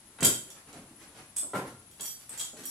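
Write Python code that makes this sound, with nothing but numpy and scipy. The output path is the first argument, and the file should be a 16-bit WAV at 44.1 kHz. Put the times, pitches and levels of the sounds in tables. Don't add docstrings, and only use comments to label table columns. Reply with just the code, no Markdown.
import sys
import numpy as np
from scipy import signal
from scipy.fft import rfft, irfft
from scipy.io import wavfile
from scipy.ndimage import uniform_filter1d

SR = 44100
rng = np.random.default_rng(int(sys.argv[2]) if len(sys.argv) > 2 else 0)


def unload_wav(signal):
    wavfile.write(
        sys.argv[1],
        SR,
        np.round(np.clip(np.atleast_2d(signal).T, -1, 1) * 32767).astype(np.int16),
    )


N = 119070
TAIL = 32768
TIME, TAIL_S = np.arange(N) / SR, np.arange(TAIL) / SR
HZ = np.maximum(np.fft.rfftfreq(N, 1 / SR), 1)
TAIL_HZ = np.maximum(np.fft.rfftfreq(TAIL, 1 / SR), 1)


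def heavy_buckle():
    # start_s, ring_db, crack_db, tilt_db_per_octave, pan_db, strike_spot
    hits = [(.2065, -40, -42.5, -4, -2.5, 0.9), (.229, -31.5, -28.5, -5, -2.5, 1),
            (.2325, -26, -43, -2, -3, 1), (.2478, -26, -22.5, 0, 0, 0), (.253, -35.5, -25.5, -0.5, 2, 0),
            (.265, -36, -55, -4, 1, 0.45), (.324, -55, -53, -4, 5, .5)]
    # pitch_hz, level_db, free_t60_s, boost_db_at_spot_1
    modes = [(3140, -8, .12, 0), (3268, -10, .26, -2), (4640, -13, .17, -2), (4740, -13, .08, 0),
             (5636, -17, .22, 0), (6795, -6, .18, 0), (7250, -8, .08, 2), (7610, -7, .1, 5),
             (7745, -3, .22, 7), (7850, -7, .12, 5), (8935, -7, .14, -3), (9400, -5, .15, -6),
             (9634, 0, .17, -9), (9825, -5, .18, -6), (11470, -12, .1, -4), (13030, -14, .1, -4)]
    return struck_metal(hits, modes, low_cut_hz=540)


def small_buckle():
    # start_s, ring_db, crack_db, tilt_db_per_octave, pan_db, strike_spot
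    hits = [(.503, -55.5, -50.5, -3.5, -1, 0.53), (.729, -68, -55, -6, -4, -0.28),
            (1.912, -59, -61, 0, 1, 0.37), (1.997, -47.5, -52, -17, -1.5, 0),
            (2.0085, -39, -44.5, 3, -3.5, 0.079), (2.04, -43, -49, -0.5, -1, 0.73),
            (2.056, -37.5, -44, -0.5, 0, 1), (2.095, -54.5, -52, -3.5, -6, 0.39),
            (2.376, -43, -45.5, -4, -6.5, 0.34), (2.384, -46, -49.5, 3, 3, -0.0026),
            (2.396, -37.5, -44, -5, 0.5, -1.5), (2.400, -41, -40.5, -3.5, 3, -1.2),
            (2.412, -51.5, -40, -3.5, 1, -1.1), (2.636, -52, -53.5, -8, -6, 0.1),
            (2.655, -37.5, -44, 6.5, -0.5, 0.99)]
    # pitch_hz, level_db, free_t60_s, boost_db_at_spot_1
    modes = [(3270, -10, .3, -3), (4645, -13, .3, 5), (5655, -12, .27, 11), (6790, -9, .25, -6),
             (6865, -6, .38, -7), (7125, -9, .2, -1), (7712, -3, .25, -6), (7790, 0, .3, -3),
             (9500, -3, .18, -1), (11520, -16, .2, -5), (11970, -10, .23, 12), (12900, -15, .25, 3),
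             (14060, -22, .15, 0), (14750, -21, .12, -3)]
    return struck_metal(hits, modes, low_cut_hz=990)


def harness_ring():
    # start_s, ring_db, crack_db, tilt_db_per_octave, pan_db, strike_spot
    hits = [(1.3635, -37, -72, 0.01, -0.39, 1), (1.3665, -32, -39, 0.0038, -0.4, 0.15),
            (1.373, -42, -49, 0, -0.026, 1), (1.383, -32.5, -42, 0.016, 0.17, 0),
            (2.294, -43, -52.5, 0, 2, 0.54)]
    # pitch_hz, level_db, free_t60_s, boost_db_at_spot_1
    modes = [(3530, -21, .07, 2), (5114, -17, .12, 0), (6810, -18, .15, 0), (7757, -12, .15, 0),
             (8080, -4, .14, 2), (8185, -2, .3, 0), (8248, 0, .25, 0), (8540, -13, .18, 0),
             (9715, -16, .1, 2), (10860, -11, .2, 3), (10960, -11, .12, 3)]
    return struck_metal(hits, modes, low_cut_hz=6000)


def struck_metal(hits, modes, low_cut_hz, crack_s=0.0022, scatter_db=1.5):
    # frequency_hz, level_db
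    crack_eq = [(300, -29), (1500, -12.5), (2500, -13.5), (3400, -3.5), (4200, -6.5), (5500, -5.5),
                (7200, 2.5), (9500, 3), (11000, -3.5), (13000, -3.5), (14700, -21), (16000, -25)]
    crack_filter = causal(colour(crack_eq, TAIL_HZ) / np.hypot(1, (low_cut_hz / TAIL_HZ) ** 3))
    out, tones = np.zeros((2, N)), damped_tones(modes)
    hz, mode_db, _, spot_db = np.transpose(modes)
    for start_s, ring_db, crack_db, tilt_db, pan_db, spot in hits:
        path = room()
        scatter = scatter_db * rng.standard_normal(len(hz))
        gains = from_db(mode_db + spot * spot_db + tilt_db * np.log2(hz) + scatter)
        ringing = unit(sum(gain * unit(tone * path) for gain, tone in zip(gains, tones)))
        tilt = from_db(tilt_db * np.log2(np.maximum(TAIL_HZ, hz.min())))
        crack = unit(burst(crack_s) * crack_filter * tilt * path)
        pan = from_db([[pan_db / 2], [-pan_db / 2]])
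        add(out, start_s, (from_db(ring_db) * ringing + from_db(crack_db) * crack) * pan)
    return out


def strap_slaps(body_db=-7, treble_floor_db=-24):
    # start_s, level_db, decay_s, low_cut_hz, high_cut_hz
    slaps = [(.187, -50, 0.0047, 500, 3600), (0.199, -45.5, 0.011, 80, 2500),
             (.2235, -31.5, 0.0027, 106, 2270), (0.242, -35.5, 0.0048, 71.4, 470),
             (0.255, -40, .004, 67, 310), (.755, -51, 0.037, 89, 352), (0.733, -56, 0.0032, 151, 2300),
             (.908, -59, 0.0027, 246, 590), (1.425, -50, 0.017, 121, 1060),
             (1.534, -34.5, 0.0071, 132, 1420), (1.543, -33, 0.023, 140, 1800),
             (1.655, -48, 0.025, 89.5, 1540), (1.74, -57, 0.0058, 78, 1570),
             (1.995, -55, 0.0064, 157, 1210), (2.53, -53.5, 0.0069, 172, 860),
             (2.589, -52, 0.00087, 173, 464), (2.609, -74, 0.005, 168, 450)]
    # frequency_hz, level_db
    slap_eq = [(60, 2.5), (160, -2), (300, -1.5), (550, -5.5), (850, -6.5), (1300, -13.5), (2000, -9),
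               (4000, -10.5), (12000, -28)]
    # pitch_hz, level_db, free_t60_s
    modes = [(119.9, 1.5, 0.16), (159.2, -9.5, 0.15), (226, -5.5, 0.15), (275.3, -1, 0.12), (339, -10, 0.1),
             (464, -11.5, 0.067), (779, -15.5, 0.072), (1071, 2, 0.16), (1384, 8.5, 0.09)]
    out, tones = np.zeros((2, N)), damped_tones(modes)
    gains = from_db([db for _, db, _ in modes])
    for start_s, level_db, decay_s, low_cut_hz, high_cut_hz in slaps:
        path = room()
        high_cut = 1 / np.hypot(1, (TAIL_HZ / high_cut_hz) ** 4) + from_db(treble_floor_db)
        band = causal(high_cut / np.hypot(1, (low_cut_hz / TAIL_HZ) ** 4))
        smack = unit(burst(decay_s) * causal(colour(slap_eq, TAIL_HZ)) * path * band)
        body = sum(gain * rng.choice([-1, 1]) * unit(tone * path) for gain, tone in zip(gains, tones))
        add(out, start_s, from_db(level_db) * (smack + from_db(body_db) * unit(band * body)))
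    return out


def strap_slides(grains_per_s=1500, grain_spread_db=2.5):
    # peak_s, half_length_s, level_db, tilt_db_per_octave
    strokes = [(.05, 0.19, -57, 1), (0.487, 0.028, -57.5, 0.5), (0.568, 0.042, -54.5, 1.5),
               (0.687, 0.023, -52.5, 1), (.76, .045, -49.5, 0), (0.852, 0.083, -57, -1),
               (1.022, 0.047, -51.5, 2.5), (1.087, 0.037, -58.5, -1), (1.179, 0.049, -48.5, 1),
               (1.265, 0.06, -73, -3), (1.564, 0.029, -44, 5.5), (1.678, .04, -52.5, 4),
               (2.019, 0.046, -50.5, 4), (2.219, 0.028, -54, 7), (2.299, 0.016, -54.5, 1.5),
               (2.341, 0.04, -48, 3.5), (2.418, 0.043, -53.5, 3), (2.59, 0.036, -47.5, 4),
               (2.662, 0.058, -47.5, 9)]
    # frequency_hz, level_db
    leather_eq = [(60, -7.5), (130, 1), (300, 1.5), (700, -3), (1800, -6), (3500, -14), (8000, -18),
                  (12000, -22.5), (16000, -55)]
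    out = np.zeros((2, N))
    for peak_s, half_s, level_db, tilt_db in strokes:
        slips = (rng.random(TAIL) < grains_per_s / SR) * rng.choice([-1, 1], TAIL)
        grains = slips * from_db(grain_spread_db * np.minimum(rng.exponential(1, TAIL), 4))
        swell = np.sin(np.pi / 2 * np.minimum(TAIL_S / half_s, 2))
        timbre = causal(colour(leather_eq, TAIL_HZ) * from_db(tilt_db * np.log2(TAIL_HZ / 1000)))
        add(out, peak_s - half_s, from_db(level_db) * unit(rfft(grains * swell) * timbre * room()))
    return out


def room(low_t60_s=0.4, high_t60_s=0.25, crossover_hz=9000, build_up_s=0.0004, direct_db=-7):
    noise = rng.standard_normal((2, TAIL)) * (1 - np.exp(-TAIL_S / build_up_s))
    lowpass = 1 / (1 + 1j * TAIL_HZ / crossover_hz)
    lows = lowpass * rfft(noise * from_db(-60 * TAIL_S / low_t60_s))
    highs = (1 - lowpass) * rfft(noise * from_db(-60 * TAIL_S / high_t60_s))
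    direct = from_db(direct_db) * unit(np.ones(1))
    return direct + unit(spread(*(lows + highs), TAIL_HZ))


def room_hiss(level_db=-58.5):
    # frequency_hz, level_db
    hiss_eq = [(25, -15), (55, -6), (110, -3), (250, -5.5), (500, -12.5), (1000, -13.5), (2500, -15.5),
               (5500, -17.5), (8500, -14), (10400, -21.5), (13000, -25), (16000, -38)]
    mid, side = rfft(rng.standard_normal((2, N)))
    hiss = irfft(spread(mid, side, HZ) * colour(hiss_eq, HZ), N)
    return from_db(level_db) * hiss / hiss.std()


def electrical_whine(pitch_hz=10588.5, first_pulse_s=0.085, period_s=0.1, right_db=-21.5):
    whine = from_db(-61.5) * np.sqrt(2) * np.sin(2 * np.pi * pitch_hz * TIME)
    switched_on = np.cos(2 * np.pi * (TIME - first_pulse_s) / period_s) > 0
    gate = uniform_filter1d(switched_on.astype(float), size=200)
    buzz = from_db(-55.5) * gate * narrow_noise(hz=10110, width_hz=55)
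    fizz = from_db(-61.5) * narrow_noise(hz=9670, width_hz=620)
    return (whine + buzz + fizz) * from_db([[0], [right_db]])


def damped_tones(modes, grip_db_per_s=68):
    grip = from_db(-grip_db_per_s * TAIL_S)
    return [rfft(np.sin(2 * np.pi * hz * TAIL_S) * from_db(-60 * TAIL_S / free_t60_s) * grip)
            for hz, _, free_t60_s, *_ in modes]


def burst(decay_s):
    return rfft(rng.standard_normal(TAIL) * np.exp(-TAIL_S / decay_s))


def narrow_noise(hz, width_hz):
    noise = irfft(rfft(rng.standard_normal(N)) / (1 + ((HZ - hz) / width_hz) ** 2), N)
    return noise / noise.std()


def spread(mid, side, hz):
    # frequency_hz, side_minus_mid_db
    width_curve = [(150, -73), (280, -47), (370, -21.5), (550, -16.5), (850, -9.5), (1400, -1), (2500, 0.5),
                   (8000, 0.5)]
    width = colour(width_curve, hz)
    return (mid + side * width * [[1], [-1]]) / np.sqrt(1 + width ** 2)


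def from_db(db):
    return 10 ** (np.asarray(db) / 20)


def colour(curve, hz):
    curve_hz, curve_db = np.transpose(curve)
    return from_db(np.interp(np.log(hz), np.log(curve_hz), curve_db))


def causal(gain):
    cepstrum = irfft(np.log(gain + 1e-7))
    fold = np.r_[1, np.full(TAIL // 2 - 1, 2), 1, np.zeros(TAIL // 2 - 1)]
    return np.exp(rfft(cepstrum * fold))


def unit(spectrum):
    return spectrum * np.sqrt(SR / 20 / (np.mean(np.abs(spectrum) ** 2) + 1e-20))


def add(out, start_s, spectrum):
    start = max(int(start_s * SR), 0)
    fade = np.clip(10 * (1 - TAIL_S / TAIL_S[-1]) - 1, 0, 1)
    out[:, start:start + TAIL] += (irfft(spectrum) * fade)[:, :max(N - start, 0)]


def scene():
    metal = heavy_buckle() + small_buckle() + harness_ring()
    return metal + strap_slaps() + strap_slides() + room_hiss() + electrical_whine()


def record(dry):
    cutoff_hz = 15900
    return signal.sosfilt(signal.ellip(10, .1, 90, cutoff_hz, fs=SR, output="sos"), dry)


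dry = scene()
out = record(dry)
unload_wav(out)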